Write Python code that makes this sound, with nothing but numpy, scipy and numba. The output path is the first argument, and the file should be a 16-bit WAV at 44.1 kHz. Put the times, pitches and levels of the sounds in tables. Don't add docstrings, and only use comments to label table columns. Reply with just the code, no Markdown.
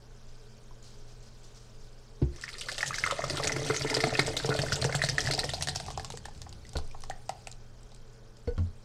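import sys
import numpy as np
from scipy import signal
from scipy.fft import rfft, irfft
from scipy.io import wavfile
from scipy.ndimage import uniform_filter1d
from numba import njit

SR = 44100
rng = np.random.default_rng(int(sys.argv[2]) if len(sys.argv) > 2 else 0)


def dump_mix(stems):
    frames = np.atleast_2d(stems).T
    limited = np.clip(frames, -1, 1)
    pcm = np.round(limited * 32767).astype(np.int16)
    wavfile.write(sys.argv[1], SR, pcm)


def gain_from_decibels(decibels):
    exponent = np.asarray(decibels, float) / 20
    return 10 ** exponent


N = 389844

# (pitch [Hz], level [dB per Hz])
DROPLET_COLOUR = [(1470, 2), (3040, 10), (4720, 12), (6990, 7.5), (8180, 8), (11800, -11), (15200, -20.5),
                  (16300, -86)]
# (time [s], spray peak [dB], droplet pitch [Hz], pocket level [dB])
SINGLE_DROPS = [(5.4926, -16.5, 3380, -34), (5.5358, -16, 4100, -26.5), (5.61, -22, 5500, -31),
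                (5.624, -9, 9200, -28), (5.6722, -15.5, 6100, -31), (5.686, -12, 4200, -25.5),
                (5.7584, -12.5, 5100, -28), (5.8, -21.5, 4560, -27.5), (5.8632, -25, 5090, -35),
                (5.9033, -25.5, 4900, -29.5), (5.9752, -23, 4600, -25.5), (5.9966, -25.5, 4970, -30),
                (6.0468, -21.5, 5100, -35), (6.1022, -23.5, 4050, -30), (6.1727, -24, 6800, -43),
                (6.255, -23.5, 8800, -34.5), (6.4177, -25.5, 6100, -41.5), (6.4651, -61, 4000, -33.5),
                (6.527, -32, 4470, -41), (6.733, -30, 5200, -41), (6.769, -21, 4230, -53),
                (6.786, -31, 5100, -29), (6.947, -59, 3000, -33), (7.037, -29, 5150, -37),
                (7.0985, -24.5, 7000, -24), (7.293, -21, 4600, -19.5), (7.4715, -23, 8300, -33),
                (7.918, -43, 3910, -43)]
BREAK_FROM_S, BREAK_TO_S = 5.4, 6.1


def rms_one(x):
    return x / np.sqrt(np.mean(x ** 2) + 1e-20)


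def in_time(rows):
    s, *columns = np.transpose(rows)
    return [np.interp(np.arange(N) / SR, s, column) for column in columns]


def held(times, values):
    latest = np.searchsorted(times, np.arange(N) / SR, "right") - 1
    return np.asarray(values)[np.maximum(latest, 0)]


def drift(rate):
    r = np.exp(-80 * np.pi * rate / SR)
    slow = signal.lfilter([1], [1, -2 * r, r * r], rng.standard_normal(N // 40 + 2002))
    slow = slow[2000:]
    return np.interp(np.arange(N) / 40, np.arange(len(slow)), rms_one(slow - slow.mean()))


def colour(x, spectrum):
    hz = np.maximum(np.fft.rfftfreq(8192, 1 / SR), 1)
    table_hz, table_db = np.transpose(spectrum)
    log_gain = np.interp(np.log(hz), np.log(table_hz), table_db) * np.log(10) / 20
    cepstrum = irfft(log_gain)
    cepstrum[1:4096] *= 2
    cepstrum[4097:] = 0
    kernel = irfft(np.exp(rfft(cepstrum)))
    return signal.fftconvolve(x, kernel / np.sqrt(np.sum(kernel ** 2)))[:len(x)]


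def resonate(x, peaks):
    out = 0
    for k, (hz, width, db) in enumerate(peaks):
        r = np.exp(-np.pi * width / SR)
        a = [1, -2 * r * np.cos(2 * np.pi * hz / SR), r * r]
        b = np.array([1, 0, -1]) * (1 - r * r) / 2
        out = out + (-1) ** k * gain_from_decibels(db) * signal.lfilter(b, a, x + 1e-18)
    return out


@njit
def glide(x, hz, width_hz, sr):
    r = np.exp(-np.pi * width_hz / sr)
    y = np.zeros(len(x))
    for i in range(2, len(x)):
        push = (1 - r * r) / 2 * (x[i] - x[i - 2])
        y[i] = push + 2 * r * np.cos(2 * np.pi * hz[i] / sr) * y[i - 1] - r * r * y[i - 2]
    return y


def grains(per_s, spread_db, clump_db):
    sizes = gain_from_decibels(spread_db * np.minimum(rng.exponential(1, N), 4)) * rng.choice([-1, 1], N)
    born = rng.random(N) < per_s / SR
    return rms_one(sizes * born * gain_from_decibels(clump_db * drift(9.6)))


def dying(starts, decay_ms):
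    return signal.lfilter([1], [1, -np.exp(-1000 / (decay_ms * SR))], starts)


def blips(per_s, low_hz, high_hz, cycles, spread_db, clump_db, puff_ms):
    sizes = np.abs(grains(per_s, spread_db, clump_db))
    dealt = rng.integers(0, 14, N)
    white, out = rng.standard_normal(N), 0
    for k, hz in enumerate(np.geomspace(low_hz, high_hz, 14)):
        puffs = white * dying(sizes * (dealt == k) + 1e-18, puff_ms)
        peak = [(hz, hz / cycles, 0)]
        out = out + resonate(resonate(puffs, peak), peak)
    return rms_one(out)


def bursts(times, levels_db, decay_ms, carrier):
    starts = np.zeros(N)
    starts[(np.asarray(times) * SR).astype(int)] = gain_from_decibels(np.asarray(levels_db))
    return carrier * dying(starts, decay_ms)


def bubbles(times, levels_db, pitches_hz, cycles, rise):
    out, t = np.zeros(N + 4096), np.arange(4096) / SR
    for s, db, hz in zip(times, levels_db, pitches_hz):
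        turns, start = hz * t, int(s * SR)
        swell_and_fade = np.exp(-turns / cycles) * np.minimum(turns, 1)
        ring = np.sin(2 * np.pi * turns * (1 + rise * turns))
        out[start:start + len(t)] += gain_from_decibels(db) * swell_and_fade * ring
    return out[:N]


def background():
    # (pitch [Hz], level [dB per Hz])
    air_colour = [(9, -18), (16, 10.5), (60, -11), (215, -24), (1530, -31.5), (1990, -39), (5060, -92.5),
                  (14500, -115)]
    # (pitch [Hz], width [Hz], level [dB])
    casing_rings = [(219.4, 17, -66.5), (345.5, 4.6, -73.5), (417.3, 11, -66.5), (447.3, 8, -69),
                    (539, 42, -71.5), (1490, 7.1, -79.5), (3120, 64, -81.5)]
    air_db, hum_hz, hum_db = -47.5, 119.5, -53.5
    air = gain_from_decibels(air_db) * colour(rng.standard_normal(N), air_colour)
    hum = gain_from_decibels(hum_db + 1.5 * drift(14)) * np.sin(2 * np.pi * hum_hz * np.arange(N) / SR)
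    white, casing = rng.standard_normal(N), 0
    for hz, width, db in casing_rings:
        casing = casing + gain_from_decibels(db) * rms_one(resonate(white, [(hz, width, 0)]))
    return air + hum + casing


def kitchen(x):
    t60_s, wall_cut_hz = 0.34, 4800
    out, dull = np.zeros(N), np.exp(-2 * np.pi * wall_cut_hz / SR)
    lags = (rng.uniform(.009, .035, 10) * SR).astype(int)
    for k, lag in enumerate(lags):
        loop, gain, state = x.copy(), gain_from_decibels(-60 * lag / SR / t60_s), [0.]
        for i in range(lag, N, lag):
            back, state = signal.lfilter([gain * (1 - dull)], [1, -dull], loop[i - lag:i], zi=state)
            loop[i:i + lag] += back[:N - i]
        out += (loop - x) * (-1) ** k
    return out


def whistles():
    # (start [s], end [s], start pitch [Hz], end pitch [Hz], level [dB])
    tones = [
        (6.54, 6.62, 10200, 10100, -72),
        (6.62, 6.65, 4400, 4400, -66),
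        (7.13, 7.19, 8200, 8400, -70),
        (7.17, 7.3, 9500, 7800, -71),
        (7.17, 7.29, 13100, 11800, -85),
        (8.59, 8.71, 7050, 7050, -81),
    ]
    out, waver = np.zeros(N), gain_from_decibels(4.0 * drift(60))
    for start, end, start_hz, end_hz, db in tones:
        along = np.linspace(0, 1, int((end - start) * SR))
        phase = 2 * np.pi * np.cumsum(start_hz + (end_hz - start_hz) * along ** 1.9) / SR
        first = int(start * SR)
        out[first:first + len(along)] += gain_from_decibels(db) * np.sin(np.pi * along) ** .5 * np.sin(phase)
    return out * waver


def fizz():
    # (time [s], level [dB])
    hiss_curve = [(0.6, -63), (1.05, -62.5), (2.15, -62.5), (6.5, -60.5), (7.42, -60.5), (7.58, -65)]
    # (pitch [Hz], level [dB per Hz])
    hiss_colour = [(2500, 1.5), (3500, 6), (5000, 11.5), (7000, 6), (9000, -1.5), (12000, -14.5),
                   (16000, -21)]
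    # (time [s], peak level [dB])
    froth_pops = [
        (0.2694, -34),
        (0.828, -26),
        (0.8909, -45),
        (1.0794, -35),
        (1.228, -31),
        (1.4341, -32.5),
        (1.5474, -31.5),
        (1.63, -57),
        (1.8114, -35),
        (1.904, -66),
    ]
    # (time [s],
    # peak level [dB], pitch [Hz])
    film_ticks = [(6.349, -35, 4450), (6.377, -35, 7400), (6.4923, -28, 6900), (6.651, -31, 1960),
                  (6.667, -34, 5200), (6.692, -26.5, 8000), (6.876, -32.5, 9300), (6.912, -31.5, 2380),
                  (6.99, -45, 6500), (7.006, -29, 9600), (7.0197, -27, 5900), (7.05, -35, 7000),
                  (7.515, -24, 7340), (7.5256, -28, 4070), (7.8085, -44.5, 8000), (7.8309, -34, 7700),
                  (7.947, -30.5, 8100), (7.962, -36, 4790), (8.336, -52.5, 4600), (8.3689, -35, 5070),
                  (8.568, -41, 3180), (8.5788, -32, 3260), (8.591, -38, 2770)]
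    froth_hz = 5100
    heard = np.interp(np.arange(N) / SR, [2.4, 2.6, 6.2, 6.35], [1, 0, 0, 1])
    hiss = blips(12000, 2500, 14000, cycles=3.0, spread_db=1.0, clump_db=.8, puff_ms=5.0)
    hiss = heard * gain_from_decibels(in_time(hiss_curve)[0] - 1.5) * hiss
    s, db = np.transpose(froth_pops)
    tick_s, tick_db, tick_hz = np.transpose(film_ticks)
    white = rng.standard_normal(N)
    swell = uniform_filter1d(bursts(s + 0.0017, db - 25.0, decay_ms=96.0, carrier=0.63), size=800)
    froth = white * swell * gain_from_decibels(2.2 * drift(25))
    ticks = bursts(tick_s, tick_db - 8, decay_ms=2.5, carrier=white)
    pitched = glide(ticks, held(tick_s, tick_hz), 6000.0, SR)
    ticks = gain_from_decibels(-8.5) * pitched + gain_from_decibels(-16.0) * np.diff(ticks, prepend=0)
    rings = bubbles(s, db - 17.0, froth_hz * rng.uniform(1.0, 1.6, len(s)), cycles=11.0, rise=0.00063)
    rings += bubbles(tick_s, tick_db - 13.0, tick_hz, cycles=8.0, rise=0.0005)
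    return colour(hiss + froth, hiss_colour) + colour(ticks, DROPLET_COLOUR) + rings


def knocks():
    # (time [s], peak level [dB], contact time [ms], crack level [dB])
    hits = [
        (0.709, -39, 1.5, -51),
        (2.217, -21.5, 0.8, -33.5),
        (2.223, -19, 1.1, -39),
        (6.755, -28, 1.4, -27),
        (8.4741, -16.5, 1.6, -30.5),
        (8.579, -41, 0.62, -30.5),
        (8.574, -11.5, 63, -54),
    ]
    # (pitch [Hz], level [dB], time to fade by 60 dB [s])
    hit_rings = [
        [(1000, 0, 0.022)],
        [(276, 8.5, 0.038), (351, -6, 0.28), (410, -4, 0.063), (1490, -27, 0.05)],
        [(130, 12.6, 0.065), (65.3, 2.4, 0.305)],
        [(15.25, 0.5, 1.47), (71, 10.5, 0.16), (267, -10, 0.13), (441, -14, 0.28), (1440, -3, 0.046),
         (4400, -14, .05)],
        [(69.5, 5.5, 0.076), (242, 2, 0.018), (451, -14, 0.17), (485, -10, 0.19), (2120, -19, 0.016),
         (726, -19, 0.038), (1480, -31.5, 0.22), (4420, -30, 0.068), (28.2, -8, 0.79)],
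        [(1110, 3, 0.04), (1390, 5, 0.025)],
        [(86.1, 4.5, 0.28), (158, -7.5, 0.187), (215.7, -9, 0.217), (290, -19, 0.19), (630, -29, 0.22)],
    ]
    # (pitch [Hz], width [Hz], level [dB])
    crack_colour = [(308, 140, 10.5), (740, 490, 2), (2050, 830, -8), (4600, 1800, -15)]
    out, t = np.zeros(N + SR), np.arange(SR // 2) / SR
    for (s, db, contact_ms, _), modes in zip(hits, hit_rings):
        start = int(s * SR)
        for k, (hz, level_db, t60) in enumerate(modes):
            swell = 1 - np.exp(-t / (contact_ms / 1000 + 0.9 / hz))
            ring = (-1) ** k * gain_from_decibels(db + level_db - 60 * t / t60) * np.sin(2 * np.pi * hz * t)
            out[start:start + len(t)] += ring * swell
    s, _, _, crack_db = np.transpose(hits)
    crack = bursts(s, crack_db, decay_ms=15.0, carrier=rng.standard_normal(N))
    return out[:N] + resonate(crack, crack_colour)


def follow(flow_db, full_db, share, lack_db, pool_s, deepen_db):
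    flow_full_db, flow_start_s = -46, 2.4
    t = np.maximum(np.arange(N) / SR - flow_start_s, 0)
    bare_bottom = lack_db * np.exp(-(t / pool_s) ** 2)
    return full_db + share * (flow_db - flow_full_db) - bare_bottom + deepen_db * t


def slaps():
    # (time [s], spray peak [dB], bubble level [dB], bubble pitch [Hz])
    lumps = [(2.438, -25, -31.5, 1810), (2.6908, -26, -33, 1620), (2.8292, -20.5, -23, 1790),
             (3.699, -37, -28, 1390), (2.9831, -16, -30.5, 1630), (3.0384, -27, -16.5, 1990),
             (3.063, -18, -26.5, 1236), (3.1103, -14, -26.5, 1190), (3.4445, -17, -29, 2080),
             (3.4724, -10.5, -28, 2440), (3.495, -36, -27, 1980), (3.52, -14.5, -29, 2000),
             (3.7435, -15, -31, 2060), (3.764, -12.5, -32, 2050), (3.8992, -14, -28, 2040),
             (4.004, -14, -26.5, 1980), (4.0392, -15, -20, 2000), (4.152, -32, -23.5, 2510),
             (4.1936, -7, -16.5, 2080), (4.3669, -10, -32.5, 2080), (4.516, -40, -31.5, 1440),
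             (4.59, -14.5, -25.5, 1650), (4.7214, -16, -24, 1424), (4.843, -10.5, -31.5, 1620),
             (3.967, -15.5, -27, 1800), (5.0177, -31, -22, 1870), (5.0385, -11.5, -28.5, 1690),
             (5.0882, -9, -28, 1760), (5.1817, -14, -19, 1850), (5.273, -20.5, -25.5, 1700)]
    lump_spray_hz = [5260, 4380, 6230, 4700, 5150, 4700, 2770, 2840, 4260, 5970, 4700, 5800, 5900, 6230,
                     5140, 5070, 3910, 3000, 4200, 3630, 4700, 2830, 4670, 5650, 3870, 4000, 4030, 4950,
                     4560, 5100]
    # (time [s], spray peak [dB], droplet pitch [Hz])
    splats = [(2.4127, -27, 7300), (2.4826, -34, 5000), (2.5837, -22.5, 5340), (2.6105, -17.5, 3120),
              (2.717, -16.5, 4420), (2.781, -13.5, 3460), (2.8609, -16, 6400), (2.8766, -13.5, 6400),
              (2.945, -23, 5630), (3.299, -14.5, 4700), (3.371, -13.5, 3570), (3.424, -23, 3620),
              (3.564, -19.5, 5100), (3.5973, -26, 5800), (3.7954, -17.5, 4900), (3.8204, -15.5, 4800),
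              (4.9246, -19.5, 4550), (3.942, -9, 4600), (4.1377, -18, 4420), (4.436, -22, 4130),
              (4.457, -16, 4960), (4.4916, -18.5, 4180), (4.5623, -16.5, 3620), (4.757, -15.5, 7100),
              (4.816, -14, 4270), (4.9506, -9, 7700), (5.311, -12, 4400), (5.336, -10, 4840),
              (5.391, -10.5, 4370), (5.4402, -14, 5300)]
    # (time [s], peak level [dB], droplet pitch [Hz])
    flecks = [(2.361, -32, 5760), (2.424, -29, 5190), (2.4893, -25, 5100), (2.5294, -26, 3840),
              (2.6853, -21, 4040), (2.8102, -18, 5000), (2.9354, -22.5, 5600), (2.959, -21, 5700),
              (2.6012, -43, 8500), (2.7446, -25, 4500), (3.241, -19.5, 5450), (3.436, -13.5, 4500),
              (3.701, -33, 4400), (5.75, -21, 6040), (5.883, -33, 5000), (6.1224, -25.5, 4870),
              (3.6484, -21.5, 4900), (3.664, -18.5, 5760), (3.674, -23.5, 3040), (3.6894, -22, 3080),
              (3.833, -24, 3110), (3.8747, -22, 4130), (3.891, -23, 3220), (4.0155, -20, 4170),
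              (4.0594, -25, 3190), (4.071, -19.5, 4610), (4.0894, -33, 4000), (4.171, -19, 4100),
              (4.249, -23, 3880), (4.265, -16, 8050), (4.28, -21, 4900), (4.448, -29, 4500),
              (5.1302, -29, 4960), (5.3774, -17, 5000), (4.3894, -23, 4340), (4.427, -22, 4200),
              (4.5405, -19, 4220), (4.6177, -15, 4660), (4.6608, -24.5, 4840), (4.727, -11.5, 5200),
              (5.0224, -16, 3990), (5.0599, -18, 4670), (5.192, -17, 3460), (5.2054, -13.5, 5600),
              (5.241, -21, 6160), (5.262, -16, 4950)]
    # (time [s], peak level [dB], pitch [Hz])
    plops = [(2.361, -46, 1970), (2.42, -49, 1900), (2.4795, -29, 2110), (2.49, -31, 2050),
             (2.5508, -35, 1850), (2.613, -32.5, 2380), (2.6866, -24.5, 1490), (2.7814, -28.5, 1830),
             (2.8067, -21, 2070), (2.907, -23, 1205), (2.9297, -27, 1620), (2.942, -22.5, 2050),
             (3.0734, -20.5, 1410), (3.1018, -25, 1240), (3.2042, -29.5, 1100), (3.2196, -27, 1960),
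             (3.24, -24.5, 1210), (3.298, -26.5, 1850), (3.3767, -26, 1290), (3.3992, -27, 1100),
             (3.4308, -25.5, 1870), (3.5628, -24, 2080), (3.707, -21, 1310), (3.8107, -25.5, 2050),
             (3.8722, -27, 2120), (3.942, -27, 1340), (4.094, -29, 2030), (4.137, -24.5, 2510),
             (4.28, -31.5, 1490), (4.3993, -27.5, 1520), (4.4463, -30, 1440), (4.4893, -35, 1490),
             (4.505, -25, 1390), (4.5241, -20.5, 1390), (4.6637, -28, 1480), (4.6983, -38, 1480),
             (4.8256, -28, 1780), (4.896, -27, 1440), (4.9252, -22.5, 2080), (4.945, -22, 1610),
             (4.993, -29, 1860), (5.2545, -28, 1880), (5.309, -24, 2050), (5.389, -24.5, 1800),
             (5.4334, -25.5, 1800)]
    # (time [s], peak level [dB], pitch [Hz])
    drop_plops = [(5.4905, -28, 1900), (5.534, -38, 1370), (5.6097, -37, 1830), (5.62, -37, 1860),
                  (5.6727, -26, 1740), (5.6854, -27, 1800), (5.7517, -36, 1530), (5.7985, -37, 1520),
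                  (5.8815, -39, 1110), (5.905, -38.5, 1100), (5.9753, -42, 1090), (5.996, -34, 1660),
                  (6.0436, -36.5, 1030), (6.101, -46, 1120), (6.1738, -42, 1790), (6.2538, -34, 1700),
                  (6.419, -45, 1770), (6.4642, -51, 1480), (6.9452, -41, 1055), (7.0357, -39, 1075),
                  (7.11, -32, 1800), (7.293, -30, 1220), (7.471, -35, 2470)]
    fleck_gain_db, plop_gain_db = -0.5, -6.5
    sprays = [(row[0], row[1], hz) for row, hz in zip(lumps, lump_spray_hz)]
    sprays += splats + [row[:3] for row in SINGLE_DROPS]
    sprays += [(s, db + fleck_gain_db, hz) for s, db, hz in flecks]
    trapped = [(s, db, hz) for s, _, db, hz in lumps]
    trapped += [(s, db + plop_gain_db, hz) for s, db, hz in plops + drop_plops]
    return np.transpose(sorted(sprays)), np.transpose(sorted(trapped))


def spatter(flow):
    sizes = np.abs(grains(190, spread_db=2.5, clump_db=1.5))
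    puffs = dying(sizes + 1e-18, decay_ms=2.9)
    return flow * rms_one(puffs * rng.standard_normal(N))


def spray(flow, sprays, spattered):
    lump_droplet_hz, shower_rise_s, spatter_db = 4700, 0.0033, -5
    drop_snap_db, drop_shower_db, drop_tuned_db = 4.5, -3, -7
    s, slap_db, spray_hz = sprays
    t = np.arange(N) / SR
    tick = bursts(s, slap_db - 13.5, decay_ms=1.1, carrier=np.sign(rng.standard_normal(N)))
    droplets = blips(2500, 2800, 12960, cycles=2.7, spread_db=2.2, clump_db=0.0, puff_ms=3.0)
    shower = bursts(s, slap_db - 16.5, decay_ms=9.94, carrier=droplets)
    shower *= 1 - np.exp(-(t - held(s, s)).clip(0) / shower_rise_s)
    broken = np.interp(t, [BREAK_FROM_S, BREAK_TO_S], [0, 1])
    tick = gain_from_decibels(drop_snap_db * broken) * tick
    shower = gain_from_decibels(drop_shower_db * broken) * shower
    tuned, size_hz = shower + tick, held(s, spray_hz)
    for _ in range(2):
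        tuned = glide(tuned, size_hz, 2000.0, SR)
    tuned = gain_from_decibels(2.0 + drop_tuned_db * broken) * tuned
    fine = gain_from_decibels(-2.5) * blips(2000, 2400, 14000, cycles=4.0, spread_db=2.0, clump_db=1.5, puff_ms=5.0)
    wandering_hz = np.clip(lump_droplet_hz * gain_from_decibels(3.5 * drift(40)), 2000, 12000)
    sized = glide(spattered, wandering_hz, 2500.0, SR)
    fine = flow * (fine + gain_from_decibels(spatter_db) * (0.13 * spattered + 1.5 * sized))
    bright = colour(fine + gain_from_decibels(1.5) * tick + gain_from_decibels(-1.5) * shower + tuned, DROPLET_COLOUR)
    return signal.sosfilt(signal.butter(2, 1300, "high", fs=SR, output="sos"), bright)


def gurgle(flow, trapped, spattered):
    # (pitch [Hz], width [Hz], level [dB])
    cross_rings = [(1190, 240, -2.5), (1400, 120, 5), (1800, 87, 5), (2080, 79, 6), (2510, 72, -2)]
    spatter_low_db = 4.5
    s, bubble_db, bubble_hz = trapped
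    small = flow * blips(800, 940, 2520, cycles=4.7, spread_db=4.0, clump_db=2.5, puff_ms=2.3)
    puffs = bursts(s, bubble_db + 6.0, decay_ms=4.5, carrier=rng.standard_normal(N))
    puffs = puffs * gain_from_decibels(0.84 * drift(120))
    tuned = glide(puffs, held(s, bubble_hz), 300.0, SR)
    drive = gain_from_decibels(spatter_low_db) * flow * spattered + gain_from_decibels(-0.5) * small + gain_from_decibels(2.5) * puffs
    rings = bubbles(s, bubble_db + 7.5, bubble_hz, cycles=4.24, rise=0.0035)
    return gain_from_decibels(-13.5) * small + resonate(drive, cross_rings) + tuned + rings


def glugs(flow, rumble_flow):
    # (time [s], pitch [Hz])
    air_curve = [(2.3, 462), (3.2, 583), (4.5, 596), (5.2, 604), (6.1, 800), (7.5, 755)]
    # (time
    # [s], peak level [dB], pitch [Hz], thump level [dB])
    big_pockets = [(2.832, -27, 800, -65), (3.121, -17.5, 520, -47), (3.191, -22.5, 653, -77),
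                   (3.238, -23, 575, -67), (3.303, -26.5, 355, -37), (3.38, -27, 356, -65),
                   (3.443, -24.5, 603, -49), (3.562, -25, 340, -38), (3.7, -18, 425, -25.5),
                   (3.847, -21, 430, -33), (3.969, -18.5, 453, -63), (4.037, -14.5, 672, -22.5),
                   (4.19, -15.5, 411, -23), (4.277, -21.5, 583, -60), (4.446, -19.5, 425, -25.5),
                   (4.49, -18, 458, -20), (4.589, -23, 593, -22.5), (4.722, -33, 580, -22),
                   (4.825, -24, 620, -73), (4.847, -16.5, 441, -20.5), (4.893, -23, 473, -27),
                   (4.949, -17.5, 690, -21), (5.037, -24, 630, -23), (5.088, -27.5, 456, -26),
                   (5.287, -22.5, 600, -47), (5.381, -22.5, 702, -33), (5.3, -23, 418, -42),
                   (5.44, -22, 478, -38), (6.753, -30, 507, -32)]
    # (time [s], peak level [dB], pitch [Hz])
    small_pockets = [(3.34, -30, 348), (3.399, -22, 560), (3.468, -26, 560), (3.619, -28.5, 570),
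                     (3.81, -35, 610), (4.069, -23.5, 240), (4.127, -28, 570), (4.341, -33, 595),
                     (4.37, -29, 430), (4.519, -26, 600), (4.549, -20.5, 590), (4.616, -37, 643),
                     (4.636, -24.5, 630), (5.151, -42, 640), (5.189, -30, 694), (5.257, -39, 686),
                     (5.884, -29.5, 800), (6.138, -33, 450), (6.284, -35, 810)]
    # (pitch [Hz], width [Hz], level [dB])
    wall_rings = [(441, 9.8, 7.5), (340, 13.7, -5.5), (299.4, 18, -1)]
    # (pitch [Hz], width [Hz], level [dB])
    low_rings = [(140, 18.5, 9), (81.5, 26, 5.5), (217, 33, -14)]
    drop_thump_db, pocket_lag_s, pocket_over_air = -23.5, .0006, 0.97
    gulp_gain_db, gulp_thump_db = 1.5, -12
    wall_peak_s, wall_peak_db = 3.655, 9.5
    wall_rise_db_per_s, wall_fall_db_per_s = 36.5, 7.5
    air_hz, past_peak = in_time(air_curve)[0], np.arange(N) / SR - wall_peak_s
    drops = []
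    for s, _, _, db in SINGLE_DROPS:
        drops.append((s + pocket_lag_s, db, pocket_over_air * air_hz[int(s * SR)], db + drop_thump_db))
    gulps = [(s, db + gulp_gain_db, hz, db + gulp_thump_db) for s, db, hz in small_pockets]
    s, glug_db, glug_hz, thump_db = np.transpose(big_pockets + drops + gulps)
    pockets = flow * blips(700, 233, 942, cycles=3.95, spread_db=-0.5, clump_db=3.0, puff_ms=3.8)
    puffs = bursts(s, glug_db + 11.5, decay_ms=4.0, carrier=rng.standard_normal(N))
    drive = gain_from_decibels(13.0) * pockets + puffs
    air = glide(drive, air_hz, 190.0, SR)
    air = signal.sosfilt(signal.butter(2, 1800, fs=SR, output="sos"), air)
    wall_db = wall_peak_db - np.maximum(-wall_rise_db_per_s * past_peak, wall_fall_db_per_s * past_peak)
    walls = gain_from_decibels(wall_db) * resonate(signal.lfilter([.15], [1, -.85], drive), wall_rings)
    rumble = rumble_flow * gain_from_decibels(21.5) * grains(500, spread_db=2.0, clump_db=5.0)
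    rumble = resonate(rumble, low_rings)
    rumble = signal.sosfilt(signal.butter(2, 75, "high", fs=SR, output="sos"), rumble)
    thumps = bubbles(s, thump_db + 1.5, np.full(len(s), 138.0), cycles=2.7, rise=0.00086)
    rings = bubbles(s, glug_db - 2.5, glug_hz, cycles=3.6, rise=0.005)
    return gain_from_decibels(-6.5) * pockets + air + walls + rumble + thumps + rings


def counter_sway():
    sway_db, from_s, to_s, edge_db_per_s = -47, 4.6, 6.42, 14
    t, peak = np.arange(N) / SR, [(51.8, 86, 0)]
    sway = rms_one(resonate(resonate(rng.standard_normal(N), peak), peak))
    outside_s = np.maximum(np.maximum(from_s - t, t - to_s), 0)
    return gain_from_decibels(sway_db - edge_db_per_s * outside_s) * sway


def soup():
    # (time [s], level [dB])
    stream_curve = [(2.25, -43), (2.45, -56), (2.7, -48), (3.4, -44.5), (4.03, -45.5), (5.06, -47),
                    (5.22, -46), (5.82, -50.5), (6.36, -64), (6.6, -105)]
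    t = np.arange(N) / SR
    flowing = np.interp(t, [2.3, 2.47, 6.45, 6.65], [0, 1, 1, 0])
    flow_db = in_time(stream_curve)[0]
    sprays, trapped = slaps()
    middle = flowing * gain_from_decibels(follow(flow_db, -26.5, share=0, lack_db=27, pool_s=0.95, deepen_db=-10))
    large = flowing * gain_from_decibels(follow(flow_db, -39.5, share=2.5, lack_db=15.5, pool_s=2.27, deepen_db=-2.5))
    deep = flowing * gain_from_decibels(follow(flow_db, -41.5, share=1.5, lack_db=8.5, pool_s=2.3, deepen_db=1))
    middle = middle * np.interp(t, [BREAK_FROM_S, BREAK_TO_S], [1, 0])
    small = spatter(flowing)
    splashes = spray(flowing * gain_from_decibels(flow_db), sprays, small) + gurgle(middle, trapped, small)
    return splashes + glugs(large, deep) + counter_sway()


def scene():
    near = soup() + fizz() + knocks() + whistles()
    return (near + gain_from_decibels(-19.5) * kitchen(near) + background())[None]


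def band_limit(x):
    return signal.sosfilt(signal.butter(12, 16470, fs=SR, output="sos"), x)


def record(dry):
    top_cut = signal.ellip(10, .5, 70, 15900, fs=SR, output="sos")
    mix = signal.sosfilt(top_cut, dry)
    return band_limit(mix)


dry = scene()
out = record(dry)
dump_mix(out)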